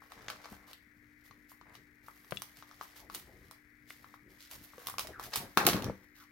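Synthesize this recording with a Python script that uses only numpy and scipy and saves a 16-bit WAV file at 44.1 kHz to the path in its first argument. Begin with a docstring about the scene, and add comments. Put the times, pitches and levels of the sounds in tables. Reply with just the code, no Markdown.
"""Opening a paper envelope at a table

Close to a stereo pair: an envelope turns in the hands while a small plastic opener works under its flap.
Creases pop and crack as damped modes and noise bursts; strokes scrape as grainy noise; slips swish downward.
The opener taps, bumps and clicks; the fold gives with a pop, rips open and flaps loose in short damped knocks.
The table rings in low modes, a small room answers with noise tails, and a fan hums and hisses to the left."""
import sys
import numpy as np
from scipy import signal
from scipy.fft import rfft, irfft, next_fast_len
from scipy.io import wavfile
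from scipy.ndimage import map_coordinates

SR = 44100
rng = np.random.default_rng(int(sys.argv[2]) if len(sys.argv) > 2 else 0)


def master_out(mix):
    """Clip the mix to full scale and print it as 16-bit PCM to the path in sys.argv[1]."""
    frames = np.transpose(np.atleast_2d(mix))
    ceiling = np.clip(frames, -1, 1)
    pcm = np.round(ceiling * 32767).astype(np.int16)
    wavfile.write(sys.argv[1], SR, pcm)


N = 278491
TIME = np.arange(N) / SR
# time axis of one short transient
BLOW = np.arange(4096) / SR

# paper buckles: (time [s], hollow pop level [dB], crack level [dB], fizz level [dB]), before trims
BUCKLES = [(0.021, -50, -81, -93), (0.1201, -47, -54.5, -60), (0.283, -42, -44.5, -58),
           (0.3009, -37.5, -43, -48), (0.4449, -51, -53, -75), (0.457, -47, -55, -70),
           (0.732, -58, -50.5, -52.5), (1.3106, -51.5, -61.5, -80), (1.5177, -52, -82, -58),
           (1.613, -50, -65, -86), (1.7525, -54, -54, -62), (2.0839, -43, -71, -59.5),
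           (2.246, -60, -66, -66), (2.309, -53, -50.5, -47.5), (2.348, -74, -71, -55),
           (2.42, -42.5, -44, -40.5), (2.6246, -46.5, -59.5, -80), (2.7127, -51.5, -60.5, -77),
           (2.8116, -36.5, -52, -58), (3.099, -42, -55, -58), (3.1478, -48.5, -44.5, -40.5),
           (3.5114, -49.5, -55.5, -53), (3.904, -54, -62, -57), (4.0442, -47, -66, -77),
           (4.141, -47, -67, -86), (4.5133, -61, -53, -47.5), (4.735, -51.5, -70, -75),
           (4.7812, -53, -63, -69), (4.8705, -42.5, -39.5, -36.5), (4.8856, -38.5, -60, -50),
           (4.8986, -44, -53, -42), (4.9406, -42.5, -77, -61.5), (4.9831, -34, -35.5, -40.5),
           (4.9941, -35.5, -37, -35.5), (5.0714, -54, -47.5, -47), (5.1965, -36.5, -54, -52),
           (5.337, -41, -37, -49), (5.3585, -35, -35, -29.5), (5.5735, -15, -25, -30),
           (5.6516, -38, -39, -43.5), (5.6666, -26, -25, -19), (5.688, -28, -29, -52),
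           (5.733, -35, -35, -48), (5.766, -37, -43.5, -58), (5.8229, -47, -44, -51),
           (5.8433, -43, -41.5, -47.5)]
# buckling wanders along the fold, mostly left to right: (time [s], left over right [dB])
BUCKLE_PAN = [(4.8, 5.5), (5.35, -0.5), (5.57, 3), (5.7, -4.5)]
# delay between the microphone ports as the flap tears: (time [s], lead of the left port [samples])
LEFT_LEAD = [(5.45, 1), (5.55, 3)]
# paper slides under fingers or blade:
# (start [s], length [s], fibre scrape [dB], sheet flexing [dB], top-octave sheen over scrape [dB])
STROKES = [(0, 0.13, -68.5, -64, 0), (0.095, .45, -60.5, -55.5, -7), (0.283, .024, -48, -43.5, -5),
           (0.43, .025, -58, -54, -10), (0.487, 0.042, -61.5, -55, 6.5), (0.557, .12, -72, -62.5, -2),
           (0.666, .035, -53.5, -53, -2), (1.235, 0.03, -63, -71, 4), (1.478, 0.038, -62, -73, 5),
           (1.648, 0.084, -76, -57.5, -3), (1.726, 0.025, -59, -62, -3.5), (2.03, .3, -66.5, -69.5, 4.5),
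           (2.328, 0.1, -59, -65, 4), (2.46, 0.19, -67, -68, 2), (2.55, 0.044, -56, -65, -2),
           (2.655, 0.29, -63.5, -65.5, -2), (2.81, 0.023, -53, -62, 3), (2.946, 0.047, -53, -57, 1),
           (3.094, 0.13, -60, -63, 1), (3.132, .025, -46, -54, 4), (3.232, 0.25, -68.5, -68.5, 0.5),
           (3.497, 0.055, -66, -64.5, 1), (3.87, 0.065, -56, -67.5, 0.5), (3.945, .2, -67.5, -68.5, 1.5),
           (4.284, .1, -67.5, -70, 0.5), (4.385, 0.071, -52.5, -71, -4), (4.498, 0.039, -48.5, -53, 2.5),
           (4.57, 0.37, -63, -65.5, 0), (4.616, 0.026, -61.5, -70, 10), (4.77, .08, -58, -56.5, 2.5),
           (4.859, 0.028, -44.5, -49, 2.5), (4.982, .027, -44, -49.5, 1), (5.02, .1, -63, -57, -2),
           (5.188, .02, -54, -46, 2), (5.22, .035, -46, -52, 3), (5.27, 0.044, -62, -61, 3.5),
           (5.32, .02, -37, -36, -5), (5.348, .016, -34, -39, 2), (5.39, 0.077, -64.5, -51, 0),
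           (5.48, 0.084, -64.5, -63, 4), (5.923, 0.12, -71.5, -67, 1), (6.144, 0.082, -59, -71, -0.5)]
# hands shift their grip: (start [s], length [s], rumble level [dB])
GRIP_SHIFTS = [(0.15, 0.24, -60), (0.501, .04, -51.5), (1.29, .1, -63), (1.583, 0.25, -63.5),
               (2.304, 0.072, -53), (2.8, .22, -68), (3.022, .46, -58.5), (3.977, 0.39, -64.5),
               (4.522, 0.094, -55), (4.845, 0.45, -57.5), (4.99, .12, -53.5), (5.357, 0.11, -46)]
# the fold gives in two jerks: (time [s], fibre scrape [dB], sheet flexing [dB])
TEARS = [(5.573, -35.5, -27), (5.663, -25.5, -31)]
# the freed sheet shakes: (start [s], length [s], sheet flexing [dB], rumble [dB])
FREE_SHAKE = (5.563, .34, -41, -31)
# paper slips over paper: (start [s], length [s], starting pitch [Hz], final pitch [Hz], level [dB])
SLIPS = [(2.977, .11, 1002, 558, -63.5), (3.248, 0.16, 780, 476.5, -65.5), (5.04, 0.023, 900, 600, -49),
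         (5.08, .05, 700, 400, -52), (5.12, .085, 1850, 1180, -52), (5.215, 0.042, 2025, 1450, -56.5),
         (5.258, .04, 700, 480, -56), (5.381, .1, 937, 485, -52.5), (6.168, 0.094, 1600, 1031, -62.5)]
# short damped knocks, the opener taps the paper and the envelope flaps:
# (time [s], level [dB], pitch [Hz], t60 [s])
TAPS_AND_FLAPS = [(0.2845, -23.5, 1760, 0.0045), (3.9057, -27.5, 2090, 0.0052), (4.781, -39.5, 497, 0.039),
                  (5.5734, -18.5, 410, 0.042), (5.6125, -26, 820, 0.026), (5.672, -18, 360, 0.054),
                  (5.677, -15.5, 704, 0.049), (5.688, -15, 406, 0.0064), (5.745, -17, 297, 0.019),
                  (5.796, -29.5, 600, 0.022), (5.82, -28, 260, 0.034), (5.834, -31, 750, 0.025),
                  (5.866, -20.5, 290, 0.015), (5.898, -22.5, 556, 0.018), (5.8982, -28, 200, .032),
                  (5.95, -39, 450, .025)]
# the opener bumps the table edge: (time [s], level [dB], left over right [dB])
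EDGE_BUMP = (2.3226, -26.5, 15.6)
# modes of that bump: (frequency [Hz], level [dB], t60 [s])
EDGE_BUMP_MODES = [(175, -7.5, .04), (600, 0, .014), (1050, -1.5, .009), (1600, 0, 0.0027)]
# the opener's shell clicks: (time [s], level [dB], left over right [dB])
SHELL_CLICKS = [(0.2832, -35, 2), (2.3712, -27, 13)]
# modes of the plastic shell: (frequency [Hz], level [dB], t60 [s])
SHELL_MODES = [(2840, -3.5, .016), (3400, -0.5, .019)]

# colours of the paper, all as (frequency [Hz], spectral level [dB per Hz])
# fibres scraping
SCRAPE_COLOUR = [(600, -32.5), (1300, -3), (1800, -4), (2400, -0.5), (4200, -0.5), (5900, -1.5), (8300, -6),
                 (10300, -5), (12400, -2), (15500, -5.5)]
# sheet flexing
FLEX_COLOUR = [(50, -62.5), (250, -20), (480, -2), (780, -1.5), (1150, -1), (1650, -3), (2400, -10),
               (5000, -59)]
# low rumble of the handling
RUMBLE_COLOUR = [(20, -39.5), (50, 11), (85, 3.5), (125, 6), (160, -.5), (195, 3), (260, 0), (360, -0.5),
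                 (480, -6), (700, -20), (1500, -50)]
# fibres cracking at a crease
CRACK_COLOUR = [(1100, -32.5), (1900, -1.5), (2600, -1), (4200, 1.5), (6200, -2.5), (9000, -22)]
# the highest part of a crease
FIZZ_COLOUR = [(4500, -32), (7500, -2), (10500, 2), (12500, 3), (16000, -1)]
# scrape as heard by the right port: (frequency [Hz], gain [dB])
RIGHT_TINT = [(2000, -2.5), (5000, 1), (8000, -3), (13000, 4.0)]
# soft bumps of the hands on the table: (frequency [Hz], gain [dB])
HAND_BUMP_COLOUR = [(20, -14.5), (45, 3.0), (75, 3.5), (130, -8), (250, -36)]
# deep bass that a small sheet fails to radiate: (frequency [Hz], gain [dB])
SHEET_LOW_CUT = [(20, -36), (40, -20), (70, -8), (130, 0)]

# the table top rings: (frequency [Hz], width [Hz], gain [dB])
TABLE_MODES = [(120.7, 8.9, 4), (194.3, 6.8, 10.5), (362.8, 6.1, 7), (490, 9.2, 1.5), (698, 5.7, 1.5),
               (816, 7, 4), (1019, 4.7, -18)]
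# decay of the room: (frequency [Hz], t60 [s])
ROOM_DECAY = [(150, 0.097), (1000, 0.25), (4000, 0.3), (14000, 0.26)]
# difference between the ports in the room tail: (frequency [Hz], gain [dB])
ROOM_SIDE = [(200, -13), (700, -2.5), (2000, 3.5), (4000, -0.5)]
# air moved by the fan: (frequency [Hz], spectral level [dB per Hz])
FAN_AIR_COLOUR = [(20, -10), (45, 8), (120, -0.5), (170, -4), (300, -8), (440, -7.5), (600, -44.5),
                  (1100, -21.5), (3000, -44.5), (8000, -40), (12500, -28), (16000, -24)]
# hiss in the fan's air vents: (frequency [Hz], spectral level [dB per Hz])
FAN_HISS_COLOUR = [(800, -26), (1300, -10.5), (1700, -1.5), (1980, 2), (2250, -2), (2550, -13.5),
                   (2900, -30), (4000, -44)]
# fan motor tones: (frequency [Hz], rms level before flutter and pan [dB])
FAN_TONES = [(118.4, -82), (242.2, -78), (296.1, -71)]

# every hand movement swells, holds and dies away
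ATTACK_S, RELEASE_DB_PER_S = 0.019, 328.5
# fingers resting on the paper between movements, before trims
REST_SCRAPE_DB, REST_FLEX_DB, REST_RUMBLE_DB = -76, -79.5, -68
# a tear starts suddenly and fades; its sheen is relative to its scrape
TEAR_ATTACK_S, TEAR_SCRAPE_DB_PER_S, TEAR_FLEX_DB_PER_S, TEAR_SHEEN_DB = 0.0046, 230, 140.5, -4
SHAKE_SAG_DB_PER_S = 7.5
# the sheen of the scrape lies above this frequency
SHEEN_HZ = 7980
# tiny crinkles while the paper slides: rate, level against the friction, life
CRINKLES_PER_S, CRINKLE_DB, CRINKLE_S = 30, -7, .0018
# band limit of the recorder
TOP_HZ = 16000


def snaps():
    """Each buckle thumps the air pocket of the envelope and cracks the fibres at the crease."""
    pops, cracks = np.zeros((2, 2, N))
    for s, pop_db, crack_db, fizz_db in BUCKLES:
        pocket_hz = 1160 * np.exp(.06 * rng.standard_normal())
        # a hard buckle is a single shove; a light one lets the pocket ring
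        t60 = np.interp(pop_db, [-42, -18], [.0068, .0036])
        pop = amp(pop_db - 2.5) * burst(ring(pocket_hz, t60, attack=.0003))
        add(pops, s, panned(pop, np.interp(s, *np.transpose(BUCKLE_PAN))))

        # the bending wave crosses the sheet and leaves a brief shiver
        decay = np.exp(-BLOW / 0.0013) + 0.082 * np.exp(-BLOW / 0.015)
        crack = burst(coloured(pair(len(BLOW), apart=1.0) * decay, CRACK_COLOUR))
        fizz = burst(coloured(pair(len(BLOW), apart=0.49) * decay, FIZZ_COLOUR))
        add(cracks, s, amp(crack_db + 2.0) * crack)
        add(cracks, s, panned(amp(fizz_db + 1.4) * fizz, pan_db=-4.5))
    return pops + off_centre(cracks)


def rubbing():
    """Fibres catch and let go under the blade and fingers; the sheet flexes and the hands shift."""
    scrape_db, sheen_db, flex_db, rumble_db = handling()
    catches = grains(rate=500, scatter_db=4.5, life=.0004, bed=.7)
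    crinkles = amp(CRINKLE_DB) * grains(rate=CRINKLES_PER_S, scatter_db=3, life=CRINKLE_S, bed=0)

    fibres = pair(N, apart=1.0) * np.hypot(catches, crinkles)
    left = coloured(fibres[0], SCRAPE_COLOUR)
    right = coloured(coloured(fibres[1], SCRAPE_COLOUR), RIGHT_TINT)
    friction = off_centre(unit(np.array([left, right])))
    low_pass = signal.butter(2, SHEEN_HZ, fs=SR, output='sos')
    dull = signal.sosfiltfilt(low_pass, friction)
    sheen = friction - dull
    scrape = amp(scrape_db - 1.0) * dull + amp(sheen_db - 2.0) * sheen

    creases = np.hypot(grains(rate=300, scatter_db=3, life=.001, bed=.5), crinkles)
    flex_noise = coloured(pair(N, apart=0.78) * creases, FLEX_COLOUR)
    flex = amp(flex_db - 5.5) * unit(flex_noise)

    nudges = grains(rate=120, scatter_db=4.2, life=0.0029, bed=0.38)
    rumble_noise = coloured(pair(N, apart=0.3) * nudges, RUMBLE_COLOUR)
    rumble = amp(rumble_db - 5) * unit(rumble_noise)

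    # the hands bump the table softly however loud the paper gets
    bump_noise = coloured(pair(N, apart=0.24), HAND_BUMP_COLOUR)
    bumps = amp(np.minimum(rumble_db, -52) - 10.0) * unit(bump_noise)
    return scrape + panned(flex + coloured(rumble, SHEET_LOW_CUT) + bumps, pan_db=2.5)


def handling():
    """Levels in dB of scrape, its sheen, flexing and rumble; all movements add in power."""
    rest = amp([REST_SCRAPE_DB, REST_SCRAPE_DB, REST_FLEX_DB, REST_RUMBLE_DB])
    scrape, sheen, flex, rumble = rest[:, None] ** 2 * np.ones(N)
    for s, length, scrape_db, flex_db, sheen_db in STROKES:
        power = movement(s, length) ** 2
        scrape += amp(scrape_db) ** 2 * power
        sheen += amp(scrape_db + sheen_db) ** 2 * power
        flex += amp(flex_db) ** 2 * power
    for s, length, db in GRIP_SHIFTS:
        rumble += (amp(db) * movement(s, length)) ** 2
    for s, scrape_db, flex_db in TEARS:
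        power = (amp(scrape_db) * jerk(s, TEAR_SCRAPE_DB_PER_S)) ** 2
        scrape += power
        sheen += amp(TEAR_SHEEN_DB) ** 2 * power
        flex += (amp(flex_db) * jerk(s, TEAR_FLEX_DB_PER_S)) ** 2
    s, length, flex_db, rumble_db = FREE_SHAKE
    shake = movement(s, length) * jerk(s, SHAKE_SAG_DB_PER_S)
    flex += (amp(flex_db) * shake) ** 2
    rumble += (amp(rumble_db) * shake) ** 2
    return 10 * np.log10([scrape, sheen, flex, rumble])


def movement(start, length):
    """Envelope of a hand movement: eased attack, hold, release."""
    swell = .5 + .5 * np.tanh((TIME - start - ATTACK_S / 2) / (ATTACK_S / 2))
    return swell * amp(-RELEASE_DB_PER_S * np.clip(TIME - start - length, 0, 1))


def jerk(start, db_per_s):
    """Envelope of a tear: a sudden start and a steady fade."""
    onset = np.clip((TIME - start) / TEAR_ATTACK_S, 0, 1)
    return onset * amp(-db_per_s * np.clip(TIME - start, 0, 1))


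def grains(rate, scatter_db, life, bed):
    """Envelope of many tiny slips of uneven size, over smooth friction."""
    sizes = amp(scatter_db * np.clip(rng.standard_normal(N), -2, 2))
    hits = (rng.random(N) < rate / SR) * sizes
    power = signal.lfilter([1], [1, -np.exp(-1 / (life * SR))], hits ** 2)
    return np.sqrt((power / power.mean() + bed) / (1 + bed))


def slips():
    """Narrow swishes that fall in pitch as the air pocket between the sheets widens."""
    out = np.zeros(N)
    low_pass = signal.butter(2, 170, fs=SR)
    for s, length, from_hz, to_hz, db in SLIPS:
        progress = np.clip((TIME - s) / length, 0, 1)
        pitch = from_hz * (to_hz / from_hz) ** progress
        phase = 2 * np.pi * np.cumsum(pitch) / SR
        # slow noise on two quadrature carriers makes a narrow band around the pitch
        friction = signal.lfilter(*low_pass, rng.standard_normal((2, N)))
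        swish = unit(friction[0] * np.sin(phase) + friction[1] * np.cos(phase))
        out += amp(db) * np.sin(np.pi * progress) * swish
    return panned(out, pan_db=3.5)


def taps_and_flaps():
    """The opener taps the paper and the envelope flaps: short damped knocks, each at its listed pitch."""
    out = np.zeros((2, N))
    for s, db, hz, t60 in TAPS_AND_FLAPS:
        add(out, s, panned(amp(db) * contact(hz, t60), pan_db=3.5))
    return out


def opener():
    """The opener bumps the table edge and its shell clicks, each a sum of damped modes."""
    out = np.zeros((2, N))
    contacts = [(EDGE_BUMP, EDGE_BUMP_MODES)] + [(click, SHELL_MODES) for click in SHELL_CLICKS]
    for (s, db, pan_db), modes in contacts:
        knock = sum(amp(db + mode_db) * contact(hz, t60) for hz, mode_db, t60 in modes)
        add(out, s, panned(knock, pan_db))
    return out


def contact(hz, t60):
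    """A blunt contact: one heavily damped mode with a short scuff around its pitch."""
    mode = ring(hz, t60, attack=0.000097)
    touch = rng.standard_normal(len(BLOW)) * np.exp(-BLOW / .004)
    scuff = coloured(touch, [(hz / 3, -18), (hz, 0), (hz * 2, -6), (hz * 8, -40)])
    return amp(-6.0) * (mode / abs(mode).max() + .4 * scuff / abs(scuff).max())


def ring(hz, t60, attack):
    """One damped mode."""
    decay = 10 ** (-3 * BLOW / t60)
    return np.sin(2 * np.pi * hz * BLOW) * decay * (1 - np.exp(-BLOW / attack))


def table(x):
    """Low resonances of the table under the hands."""
    m = next_fast_len(N + SR // 2)
    f = np.fft.rfftfreq(m, 1 / SR)
    response = sum(amp(db) * 1j * f * width / (hz * hz - f * f + 1j * f * width)
                   for hz, width, db in TABLE_MODES)
    return irfft(rfft(x, m) * response, m)[:, :N]


def room(x, count=24):
    """Table clutter and near walls answer with noise tails, redrawn at random for each stretch."""
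    out = np.zeros((2, N))
    # equal stretches of time
    for index in np.array_split(np.arange(N), count):
        hz, t, z = signal.stft(rng.standard_normal((2, SR // 2)), SR, nperseg=256)
        decay = 10 ** (-3 * t / along(ROOM_DECAY, hz)[:, None])
        tail = signal.istft(z * decay, SR, nperseg=256)[1]
        age = np.arange(tail.shape[1]) / SR
        # stronger early reflections, after a short gap
        tail *= (1 + 0.71 * np.exp(-age / 0.013)) * (1 - np.exp(-(age / 0.0013) ** 2))
        # long waves reach both ports alike
        side = coloured(tail[1], ROOM_SIDE)
        tail = np.array([tail[0] + side, tail[0] - side]) / np.linalg.norm(tail)
        add(out, index[0] / SR, signal.fftconvolve(x[:, index], tail, axes=1))
    return out


def fan():
    """Moving air, a narrow hiss from the left and slightly unsteady motor tones."""
    air = amp(-75.5) * unit(coloured(pair(N, apart=0.33), FAN_AIR_COLOUR))
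    hiss = amp(-69.5) * unit(coloured(pair(N, apart=4.5), FAN_HISS_COLOUR))
    hum = np.zeros(N)
    for hz, db in FAN_TONES:
        phase = 2 * np.pi * hz * TIME + 0.25 * wobble(4.9)
        hum += amp(db) * np.sqrt(2) * np.sin(phase)
    flutter = amp(1.8 * wobble(7))
    return panned(air + hum * flutter, pan_db=6.5) + panned(hiss, pan_db=15.5)


def wobble(rate):
    """A smooth random curve, rate knots a second."""
    knots = rng.standard_normal(int(N * rate / SR) + 4)
    return map_coordinates(knots, [TIME * rate])


def pair(n, apart):
    """Two noises that share a common part; apart is the weight of their own parts."""
    return unit(rng.standard_normal(n) + apart * rng.standard_normal((2, n)))


def coloured(x, points):
    """Causal minimum-phase filter with the gain of (frequency [Hz], gain [dB]) points."""
    n = x.shape[-1]
    m = 2 * next_fast_len(n)
    gain = amp(along(points, np.fft.rfftfreq(m, 1 / SR)))
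    # folding the cepstrum forward in time makes the filter causal
    cepstrum = irfft(np.log(gain))
    cepstrum[1:m // 2] *= 2
    cepstrum[m // 2 + 1:] = 0
    return irfft(rfft(x, m) * np.exp(rfft(cepstrum)), m)[..., :n]


def along(points, hz):
    """Read (frequency [Hz], value) points on a log axis."""
    f, v = np.transpose(points)
    return np.interp(np.log(hz + 1), np.log(f), v)


def panned(x, pan_db):
    """Lean a sound to the left by pan_db."""
    return x * amp(np.array([[pan_db], [-pan_db]]) / 2)


def off_centre(x):
    """The right port hears the paper slightly later."""
    lead = np.interp(TIME, *np.transpose(LEFT_LEAD))
    sample = np.arange(N)
    return np.array([x[0], np.interp(sample - lead, sample, x[1])])


def add(track, s, sound):
    """Mix a sound in at s seconds."""
    part = track[:, round(s * SR):][:, :sound.shape[-1]]
    part += sound[:, :part.shape[1]]


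def amp(db):
    """Decibels to gain."""
    return 10 ** (np.asarray(db) / 20)


def unit(x):
    """Scale to rms 1."""
    return x / np.sqrt(np.mean(x ** 2) + 1e-20)


def burst(x):
    """Scale a transient to the energy of 4 ms at rms 1."""
    return x * np.sqrt(.004 * SR / np.mean(np.sum(x ** 2, axis=-1)))


def scene():
    """Close paper sounds, the table, the room and the fan."""
    # a small sheet radiates almost no deep bass
    clicks = coloured(snaps(), SHEET_LOW_CUT)
    thumps = coloured(opener() + taps_and_flaps(), SHEET_LOW_CUT)
    rustle = rubbing() + slips()
    wood = table(amp(-5.5) * (clicks + thumps) + amp(-11.0) * rustle)
    wet = room(amp(-3.5) * clicks + amp(-12.0) * thumps + amp(-5.5) * rustle)
    return clicks + thumps + rustle + wood + wet + fan()


def record(dry):
    """The recorder rounds off the highest peaks and keeps nothing above its band limit."""
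    rounded = dry / (1 + (dry / .7) ** 4) ** .25
    m = next_fast_len(N + SR // 2)
    in_band = np.fft.rfftfreq(m, 1 / SR) < TOP_HZ
    return irfft(rfft(rounded, m) * in_band, m)[:, :N]


dry = scene()
out = record(dry)
master_out(out)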